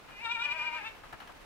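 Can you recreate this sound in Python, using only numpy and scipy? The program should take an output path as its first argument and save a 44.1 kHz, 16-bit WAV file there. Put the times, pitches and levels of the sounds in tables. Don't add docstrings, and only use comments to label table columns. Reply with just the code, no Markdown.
import sys
import numpy as np
from scipy import signal
from scipy.fft import rfft, irfft, next_fast_len
from scipy.io import wavfile
from scipy.ndimage import map_coordinates

SR = 44100
rng = np.random.default_rng(int(sys.argv[2]) if len(sys.argv) > 2 else 0)


def unload_audio(sound):
    columns = np.transpose(np.atleast_2d(sound))
    steps = np.round(np.clip(columns, -1, 1) * 32767)
    wavfile.write(sys.argv[1], SR, steps.astype(np.int16))


N = 63945

# t/s, pitch f/Hz
HIGH_QUAVER = [(.11, 403), (.181, 408.7), (.231, 474.2), (.276, 454), (.334, 487), (.379, 454.6),
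               (.439, 489.4), (.491, 476.8), (.541, 487.7), (.594, 481.8), (.651, 486.6), (.709, 468.3),
               (.751, 484.9), (.829, 410.7), (.867, 450.4), (.905, 445.7)]
# t/s, level/dB
HIGH_LOWER_LEVEL = [(.09, -97), (.191, -61.5), (.234, -50.5), (.257, -43.5), (.31, -43), (.34, -51.5),
                    (.389, -43.5), (.42, -45.5), (.446, -55.5), (.521, -47.5), (.581, -47.5), (.651, -44.5),
                    (.708, -46), (.737, -43.5), (.787, -47.5), (.833, -51.5), (.868, -48.5), (.903, -67),
                    (.93, -90)]
# t/s, level/dB
HIGH_UPPER_LEVEL = [(.07, -68), (.121, -55), (.181, -48.5), (.228, -47), (.258, -37), (.282, -46.5),
                    (.318, -33.5), (.339, -41), (.352, -37.5), (.383, -50.5), (.402, -40), (.427, -36),
                    (.443, -31), (.457, -28), (.477, -51), (.521, -32.5), (.553, -46), (.585, -38),
                    (.626, -34.5), (.642, -39), (.672, -35.5), (.706, -47.5), (.755, -38), (.821, -51),
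                    (.874, -41), (.92, -65)]
# f/Hz, level/dB
HIGH_COLOUR = [(310, -27), (465, -32), (905, -3.5), (1370, -7.5), (1470, -2.5), (1630, -2.5), (1815, -3),
               (1935, -21), (2060, -9.5), (2260, -3), (2420, 1), (2680, -3), (2870, -9.5), (3100, -15),
               (3330, -20.5), (3680, -15), (3900, -24.5), (4380, -30), (4900, -28), (5600, -31),
               (7100, -38), (8300, -35), (9400, -58), (15200, -69)]
# t/s, opening/0-1
HIGH_MOUTH = [(.16, 0.1), (.225, 0.19), (.26, 0.89), (.315, 0.82), (.338, 0.48), (.365, 0.9), (.415, 0.92),
              (.448, 0.13), (.5, 0.61), (.56, 0.05), (.62, 0.08), (.7, 0.25), (.8, .3), (.87, 0.68)]
# f/Hz, level/dB
MOUTH_OPENING = [(470, -3), (900, 1.5), (1380, 21), (1850, 2), (2060, -10), (2400, 5), (2850, 3),
                 (3300, 13), (3700, 20.5), (4400, -0.5), (8000, 9)]
# f/Hz, level/dB
HIGH_PAN = [(920, 17), (1420, 9.5), (1880, 8), (2420, 3.5), (2880, 4), (4100, 13), (8100, -0.5)]
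# t/s, pitch f/Hz, level/dB
LOW_CALL = [(.365, 263, -67), (.406, 271.9, -73), (.461, 295.7, -51), (0.499, 288, -54.5),
            (0.557, 320.8, -53), (0.606, 301, -52.5), (0.671, 315.2, -53), (0.721, 305.3, -55),
            (0.767, 314.3, -50), (0.82, 309.7, -59), (0.874, 313, -68), (0.924, 300, -67)]
# f/Hz, level/dB
LOW_THROAT = [(210, -36), (315, -22), (560, -9), (630, -2), (935, -3), (1235, -1), (1575, 2), (1875, -6),
              (2210, 0), (2540, -1), (3120, -12), (3720, -20), (5100, -27), (8100, -31), (12200, -50)]
# f/Hz, level/dB
LOW_PAN = [(620, 10), (1550, 9), (2420, 4), (5100, 0)]
# f/Hz, level/dB
RASP_TONE = [(500, -3), (2400, 0), (4000, 2), (7000, 7), (12000, 7)]
# t/s, level/dB, decay t60/s, treble tilt/(dB per octave)
HOOF_CONTACTS = [(0.085, -51, 0.29, 1), (0.946, -54, 0.27, 3.5), (1.034, -47, 0.14, -0.5),
                 (1.126, -41.5, 0.088, 2), (1.136, -43.5, 0.076, -3), (1.201, -44, 0.085, 4),
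                 (1.216, -46.5, 0.15, 1.1), (1.273, -46.5, 0.053, 5.5), (1.292, -47.5, 0.13, -3),
                 (1.32, -43.5, 0.023, 3.5)]
# f/Hz, width/Hz, level/dB
BOARD_MODES = [(713, 128, 5), (1000, 154, 0), (1330, 210, 2), (1710, 250, 2), (2890, 620, -10)]
# f/Hz, level/dB
SCUFF_TONE = [(160, 4), (520, -1.5), (920, 8.5), (1720, 2.5), (3100, -5), (5100, -28), (9100, -28),
              (15200, -30)]
# f/Hz, t60/s
PEN_DECAY = [(210, 0.12), (1050, 0.08), (2550, 0.32), (8100, 0.087)]
# f/Hz, level/dB
AIR_TONE = [(20, -4), (30, 13.5), (45, 3.5), (100, 1.5), (300, 1.5), (750, 1.5), (1500, -1), (2600, -4.5),
            (4500, -12.5), (8000, -19.5), (15500, -24.5)]
# f/Hz, correlation
AIR_LIKENESS = [(30, .75), (100, .3), (300, 0), (900, .4), (3000, 0), (10000, 0)]

DIVIDE_HZ = 1876
RASP_HZ = 2850
HIGH_LEAD_MS, LOW_LEAD_MS = 0.098, 0.036
HIGH_SHIMMER, LOW_SHIMMER, LOW_RASP = .25, .35, .35
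HIGH_ECHO, LOW_ECHO, STEP_ECHO = .52, .55, .45
AIR_DB = -53
TOP_HZ = 15800

TIME = np.arange(N) / SR
LEFT_RIGHT = np.array([[.5], [-.5]])


def amp(db):
    return 10 ** (np.asarray(db) / 20)


def unit(x):
    return x / np.sqrt(np.mean(x ** 2) + 1e-20)


def along(points, hz):
    f, v = np.transpose(points)
    return np.interp(np.log(hz + 1), np.log(f + 1), v)


def eased(rows):
    s, *cols = np.transpose(rows)
    index = np.arange(len(s))
    place = np.interp(TIME, s, index)
    place = np.floor(place) + .5 - .5 * np.cos(np.pi * (place % 1))
    return [np.interp(place, index, c) for c in cols]


def level(rows):
    return np.interp(TIME, *np.transpose(rows), left=-140, right=-140)


def wobble(rate):
    return map_coordinates(rng.standard_normal(N // 4), [TIME * rate], mode='wrap')


def filtered(x, response):
    m = next_fast_len(N + SR // 2)
    spectrum = rfft(x, m) * response(np.fft.rfftfreq(m, 1 / SR))
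    return irfft(spectrum, m)[..., :N]


def voice(pitch, loudness, throat, pan, jitter, shimmer, rasp):
    phase = 2 * np.pi * np.cumsum(pitch * (1 + jitter * wobble(350))) / SR

    def colour(hz):
        return along(throat, hz) + LEFT_RIGHT * along(pan, hz)

    breath = rng.standard_normal((2, N)) * (1 + np.cos(phase))
    puffs = unit(filtered(breath, lambda hz: amp(colour(hz) + along(RASP_TONE, hz))))
    out = rasp * amp(loudness(RASP_HZ)) * puffs
    for k in range(1, 35):
        hz = k * pitch
        gain = amp(loudness(hz) + colour(hz)) * (1 + shimmer * wobble(110.42))
        out += np.sqrt(2) * gain * np.sin(k * phase + rng.uniform(0, 2 * np.pi))
    return out


def high_bleat():
    pitch, = eased(HIGH_QUAVER)
    mouth, = eased(HIGH_MOUTH)
    lower, upper = level(HIGH_LOWER_LEVEL), level(HIGH_UPPER_LEVEL)
    hoarse = np.interp(TIME, [.73, .84], [1, 3.2])

    def loudness(hz):
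        upper_share = .5 + .5 * np.tanh((hz - DIVIDE_HZ) / 140)
        opening_db = (mouth - .5) * along(MOUTH_OPENING, hz)
        return lower + (upper - lower) * upper_share + opening_db

    return voice(pitch, loudness, HIGH_COLOUR, HIGH_PAN,
                 jitter=0.0036 * hoarse, shimmer=HIGH_SHIMMER, rasp=0.13 * hoarse)


def low_bleat():
    pitch, _ = eased(LOW_CALL)
    call_db = level([(s, db) for s, hz, db in LOW_CALL])
    return voice(pitch, lambda hz: call_db, LOW_THROAT, LOW_PAN,
                 jitter=0.005, shimmer=LOW_SHIMMER, rasp=LOW_RASP)


def left_first(x, lead_ms):
    return filtered(x, lambda hz: np.exp(np.outer([1j, -1j], np.pi * hz * lead_ms / 1000)))


def board(f):
    total = 0
    for k, (centre, width, db) in enumerate(BOARD_MODES):
        damping = 1j * f * width
        total = total + (-1) ** k * amp(db) * damping / (centre * centre - f * f + damping)
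    return total


def hoof_steps(rise_s=0.0014, plank_db=-2, scrape_db=0.0, left_db=4):
    out = np.zeros((2, N))
    for s, db, t60, tilt in HOOF_CONTACTS:
        t = np.maximum(TIME - s, 0)

        def slope(hz):
            return amp(tilt * np.log2(np.clip(hz, 300, 5000)))

        ring = unit(filtered(rng.standard_normal(N), lambda hz: board(hz) * slope(hz)))
        grit = rng.standard_normal((2, N))
        scuff = unit(filtered(grit, lambda hz: amp(along(SCUFF_TONE, hz)) * slope(hz)))
        envelope = amp(db - 60 * t / t60) * (1 - np.exp(-t / rise_s))
        out += envelope * (amp(plank_db) * ring + amp(scrape_db) * scuff)
    return out * amp(left_db * LEFT_RIGHT)


def pen(x):
    hz, t, z = signal.stft(rng.standard_normal((2, SR // 2)), SR, nperseg=256)
    decay = amp(-60 * t / along(PEN_DECAY, hz)[:, None])
    tail = signal.istft(z * decay, SR, nperseg=256)[1]
    tail = tail / np.linalg.norm(tail[0])
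    return signal.fftconvolve(x.mean(0)[None], tail, axes=1)[:, :N]


def air(pan_db=-0.2, drift_db=0.79):
    def mid_side(hz):
        turn = np.arccos(np.clip(along(AIR_LIKENESS, hz), -1, 1)) / 2
        return amp(along(AIR_TONE, hz)) * [np.cos(turn), np.sin(turn)]

    mid, side = filtered(rng.standard_normal((2, N)), mid_side)
    gain = amp(AIR_DB + drift_db * wobble(36) + pan_db * LEFT_RIGHT)
    return gain * unit(np.array([mid + side, mid - side]))


def scene():
    sources = [(left_first(high_bleat(), HIGH_LEAD_MS), HIGH_ECHO),
               (left_first(low_bleat(), LOW_LEAD_MS), LOW_ECHO),
               (hoof_steps(), STEP_ECHO)]
    return sum(x + echo * pen(x) for x, echo in sources) + air()


def record(dry):
    return filtered(dry, lambda hz: hz < TOP_HZ)


dry = scene()
out = record(dry)
unload_audio(out)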